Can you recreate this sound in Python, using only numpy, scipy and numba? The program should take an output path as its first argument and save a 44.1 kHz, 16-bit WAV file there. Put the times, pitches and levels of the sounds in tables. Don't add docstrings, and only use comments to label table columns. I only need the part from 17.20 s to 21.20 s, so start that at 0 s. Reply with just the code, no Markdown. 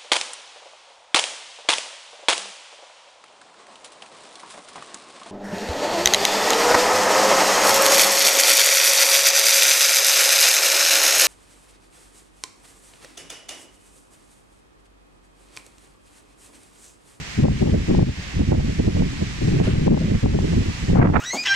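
import sys
import numpy as np
from scipy import signal
from scipy.fft import rfft, irfft
from scipy.io import wavfile
from scipy.ndimage import uniform_filter1d, map_coordinates
from numba import njit

SR = 44100
rng = np.random.default_rng(int(sys.argv[2]) if len(sys.argv) > 2 else 0)


def generate_wav(signal):
    frames = np.transpose(np.atleast_2d(signal))
    scaled = np.clip(frames, -1, 1) * 32767
    pcm = np.round(scaled).astype(np.int16)
    wavfile.write(sys.argv[1], SR, pcm)


N = 176400

# t/s, level/dB
CANOPY_SWELL = [(0, -1.5), (.13, 1), (.2, -1.5), (.4, 1), (.65, -.5), (.85, 0.5), (1, -0.5), (1.12, -0.5),
                (1.25, -2), (1.5, -1.5), (1.7, -0.8), (2.1, -1), (2.35, 0), (2.6, -3), (2.8, 0), (3, -2),
                (3.3, 0), (3.55, 0.9), (3.75, -1), (4, 1)]


def undb(db):
    return 10 ** (np.asarray(db) / 20)


def curve(rows):
    return np.interp(np.arange(N) / SR, *np.array(rows, float).T)


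def at(points, hz):
    f, values = np.array(points, float).T
    return np.interp(np.log(np.maximum(hz, 1)), np.log(f), values)


def unit(x):
    return x / np.sqrt(np.mean(x ** 2))


def colour(x, spectrum):
    f = np.fft.rfftfreq(N, 1 / SR)
    low_cut = f ** 2 / (f ** 2 + 10 ** 2)
    return unit(irfft(rfft(x) * undb(at(spectrum, f)) * low_cut, N))


def noise(spectrum, channels=2):
    return colour(rng.standard_normal((channels, N)), spectrum)


def octaves(x, count):
    centres_hz = 31.25 * 2. ** np.arange(count)
    spectrum, f = rfft(x), np.fft.rfftfreq(N, 1 / SR)
    for hz, pick in zip(centres_hz, np.eye(count)):
        yield hz, irfft(spectrum * at(np.c_[centres_hz, pick], f), N)


def walk(rate_hz):
    hold = max(int(SR / rate_hz), 2)
    steps = rng.standard_normal(4096)[np.arange(N) // hold % 4096]
    return unit(uniform_filter1d(uniform_filter1d(steps, hold), hold))


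@njit
def follow(x, rise, fall):
    out, env = np.empty(len(x)), 0.
    for i in range(len(x)):
        env += (x[i] - env) * (rise if x[i] > env else fall)
        out[i] = env
    return out


def buffeting():
    # t/s, level/dB
    gusts = [(0, -30), (.04, -44), (.162, -44), (.18, -24.5), (.27, -16), (.385, -24), (.42, -16.5),
             (.46, -30.5), (.555, -16), (.625, -27.5), (.675, -26), (.71, -15.5), (.76, -19.5),
             (.83, -16.5), (.86, -24.5), (.895, -19.5), (.95, -35), (1.125, -36), (1.15, -27), (1.22, -19),
             (1.265, -28.5), (1.32, -20), (1.39, -22), (1.57, -30), (1.6, -16), (1.64, -28.5), (1.68, -15),
             (1.72, -25), (1.81, -19.5), (1.9, -28), (2.03, -30), (2.08, -32.5), (2.195, -35), (2.22, -22),
             (2.48, -23), (2.53, -24.5), (2.64, -24), (2.72, -15.5), (2.77, -18), (2.95, -22.5),
             (2.99, -23.5), (3.024, -39), (3.036, -17), (3.09, -19.5), (3.33, -23.5), (3.37, -23.5),
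             (3.495, -27), (3.53, -38.5), (3.61, -38), (3.63, -26.5), (3.675, -28), (3.7, -20), (3.8, -8),
             (3.86, -10.5), (4, -12.5)]
    # t/s, side (+ left, - right)
    windward = [(0, 1), (.51, 1.5), (.55, -0.45), (.64, -4), (.68, 1.2), (.93, 0.5), (1.15, -1.08),
                (2.12, -1.3), (2.2, 0.7), (2.33, 2), (2.38, -1.3), (2.55, 1.04), (2.61, 1), (2.86, -0.1),
                (2.92, -0.2), (2.99, -0.7), (3.03, 0.5), (3.2, 1), (3.26, -1.25), (3.68, -4), (3.75, 1.5),
                (3.83, 0.1), (4, -1.5)]
    # f/Hz, level/dB
    rumble = [(15, 1), (30, -5), (60, 1.5), (110, 0), (180, -1.3), (280, -7.5), (450, -16.5), (750, -34.5),
              (1300, -54), (2500, -66), (6000, -100)]
    gust_ref_db, rumble_db, brighten_per_oct = -20, -16.5, 0.2
    puff_db, churn_db, swirl_limit_db = 1.5, 3.5, 4.5
    crossing_s, windward_db, own_share_per_khz = 0.00087, 5, 0.36
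    swirl_db = puff_db * walk(rate_hz=28.007) + churn_db * walk(rate_hz=90)
    force_db = curve(gusts) - gust_ref_db + swirl_limit_db * np.tanh(swirl_db / swirl_limit_db)
    lead = np.tanh(6.6 * curve(windward)) * np.array([[.5], [-.5]])
    eddy_bands = [band for _, band in octaves(eddies(), count=7)]
    ports = 0
    for (hz, band), hits in zip(octaves(noise(rumble, channels=3), count=7), eddy_bands):
        own_share = np.clip(own_share_per_khz * hz / 1000, 0, 1)
        air = np.sqrt(1 - own_share) * band[2] + np.sqrt(own_share) * band[:2]
        growth = 1 + brighten_per_oct * max(np.log2(hz / 125), 0)
        flow = air * undb(rumble_db + growth * force_db)
        side_db = windward_db * lead * min(hz / 500, 1) ** 2
        ports = ports + (flow + hits) * undb(side_db)
    read_positions = np.arange(N) + lead * crossing_s * SR
    return np.array([map_coordinates(port, [position], order=1, mode="mirror")
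                     for port, position in zip(ports, read_positions)])


def eddies():
    # t/s, thump level/dB, edge level/dB
    hits = [(0.201, -16.5, -40), (0.2464, -11, -20), (0.254, -7, -15.5), (.285, -21, -16),
            (0.429, -8.5, -20), (0.459, -15.5, -34), (.476, -13, -23), (.497, -12, -33), (0.546, -8, -41),
            (0.692, -22, -47), (0.703, -13, -30), (0.713, -11, -40), (.75, -13.5, -17.5), (.794, -8, -14),
            (0.828, -6.5, -21), (0.892, -15.5, -38), (1.218, -27, -33), (1.321, -13, -19.5),
            (1.33, -12, -17), (1.35, -13.5, -26), (1.402, -16, -31), (1.498, -19, -46), (1.601, -16.5, -43),
            (1.678, -14, -37), (1.77, -17.5, -30), (1.805, -17, -45), (1.823, -19, -23), (2.025, -16, -34),
            (2.222, -22.5, -39), (2.28, -16, -29), (2.33, -22, -44), (2.402, -14.5, -19),
            (2.415, -11.5, -28), (2.482, -12.5, -37), (2.549, -20, -44), (2.68, -6, -9), (2.717, -8, -34),
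            (2.744, -12, -22), (2.776, -12.5, -16.5), (2.818, -15, -28), (2.916, -15, -49),
            (2.951, -17.5, -41), (3.042, -17.5, -35), (3.061, -9.5, -17.5), (3.151, -12, -32),
            (3.19, -28, -18.5), (3.25, -21, -42), (3.321, -27, -51), (3.337, -16.5, -36),
            (3.702, -20.5, -25), (3.759, -19, -11.5), (3.799, 4, 0), (3.828, 1.5, -28), (3.854, -2.5, -9),
            (3.901, -11, -11), (3.936, -19, -19)]
    # f/Hz, level/dB
    wake_spectrum = [(40, -5.5), (130, 1.5), (350, 1.5), (600, -7), (1000, -30), (2000, -34.5), (6000, -91)]
    thump_hz, thump_gain_db, edge_hz, edge_gain_db = 140, 5, 503, 9
    wake_s, wake_gain_db = 0.012, -5.5
    t, spikes, wake = np.arange(N) / SR, np.zeros(N), np.zeros(N)
    for hit_s, thump_db, edge_db in hits:
        near = abs(t - hit_s) < .1
        age_s = t[near] - hit_s
        for hz, db in ((thump_hz, thump_db + thump_gain_db), (edge_hz, edge_db + edge_gain_db)):
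            u = (np.pi * hz * age_s) ** 2
            spikes[near] += undb(db) * (1 - 2 * u) * np.exp(-u)
        wake[near] += undb(thump_db + wake_gain_db) * np.exp(-(age_s / wake_s) ** 2)
    return spikes + wake * noise(wake_spectrum, channels=1)[0]


def blasts():
    # t/s, half length/s, left level/dB, right level/dB
    bursts = [(3.761, 0.016, -15, -18), (3.797, 0.026, -7, -14), (3.826, 0.016, -3.5, 1),
              (3.853, 0.0076, -11, -11), (3.882, 0.03, -10.5, -8), (3.938, 0.011, -12, -8.5),
              (3.963, 0.016, -10, .5), (4, 0.011, -12, -8)]
    # f/Hz, level/dB
    spectrum = [(30, -22), (150, 3.5), (400, -6), (800, -6), (1400, -10), (2100, -14.5), (3200, -34),
                (6000, -63), (12000, -91)]
    shared_below_hz, brighten_per_oct, ragged_db = 150, 0.22, 4
    t, out = np.arange(N) / SR, 0
    force = sum(undb([[left_db], [right_db]]) * np.exp(-((t - peak_s) / half_s) ** 2)
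                for peak_s, half_s, left_db, right_db in bursts)
    for hz, band in octaves(noise(spectrum), count=8):
        growth = 1 + brighten_per_oct * max(np.log2(hz / 250), 0)
        air = band * force ** growth
        out = out + (air.sum(axis=0) / np.sqrt(2) if hz < shared_below_hz else air)
    return out * unit(undb(ragged_db * walk(rate_hz=300)))


def trees():
    # f/Hz, level/dB
    spectrum = [(30, 2), (150, 2), (300, -1), (600, -4.5), (1000, -2.5), (1400, -2.5), (1900, 3.5),
                (2600, 1.26), (3500, -3.5), (5500, -6), (7500, -10.5), (8500, -17), (10500, -25),
                (14500, -36)]
    # f/Hz, level/dB
    balance = [(100, 0), (700, -1), (2000, -3), (6000, -6), (8500, -1.5), (14000, 1.5)]
    level_db, sway_db, flutter_db = -35.5, .5, .5
    out = 0
    for hz, band in octaves(noise(spectrum), count=10):
        sway = walk(rate_hz=4.23)
        flutter = np.array([walk(rate_hz=25.53), walk(rate_hz=24.16)])
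        side_db = at(balance, hz) * np.array([[.5], [-.5]])
        out = out + band * undb(sway_db * sway + flutter_db * flutter + side_db)
    return out * undb(level_db + curve(CANOPY_SWELL))


def frond():
    # f/Hz, level/dB
    spectrum = [(500, 0), (1200, 1.5), (2800, -0.5), (5000, -9), (9000, -17), (14000, -44)]
    start_s, rise_s, fade_s, level_db = 2.425, 0.017, 0.093, -29.5
    age_s = np.maximum(np.arange(N) / SR - start_s, 0)
    rise = np.minimum(age_s / rise_s, 1)
    fade = np.exp(-np.maximum(age_s - rise_s, 0) / fade_s)
    return undb(level_db) * rise * fade * noise(spectrum)


def leaf_ticks():
    # f/Hz, level/dB
    spectrum = [(500, -27), (2500, -4.5), (5500, 7), (7500, 6), (10000, -11), (14500, -24)]
    ticks_per_s, spread_db, level_db = 500, 6, -54
    struck = rng.random((2, N)) < ticks_per_s / SR
    size = undb(spread_db * np.minimum(rng.exponential(size=(2, N)), 4))
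    polarity = rng.choice([-1, 1], (2, N))
    return colour(struck * size * polarity, spectrum) * undb(level_db + curve(CANOPY_SWELL))


def scene():
    return trees() + leaf_ticks() + frond() + buffeting() + blasts()


def record(dry):
    threshold_db, ratio, top_hz = -10, 3.65, 15000
    attack_s, release_s, lookahead_s = 0.0021, 0.15, 0.0029
    env = follow(np.abs(dry).max(axis=0), 1 / (attack_s * SR), 1 / (release_s * SR))
    gain = np.maximum(env / undb(threshold_db), 1) ** (1 / ratio - 1)
    gain = np.interp(np.arange(N) + lookahead_s * SR, np.arange(N), gain)
    low_pass = signal.ellip(8, .2, 70, top_hz, fs=SR, output="sos")
    return signal.sosfilt(low_pass, np.clip(dry * gain, -1, 1))


dry = scene()
out = record(dry)
generate_wav(out)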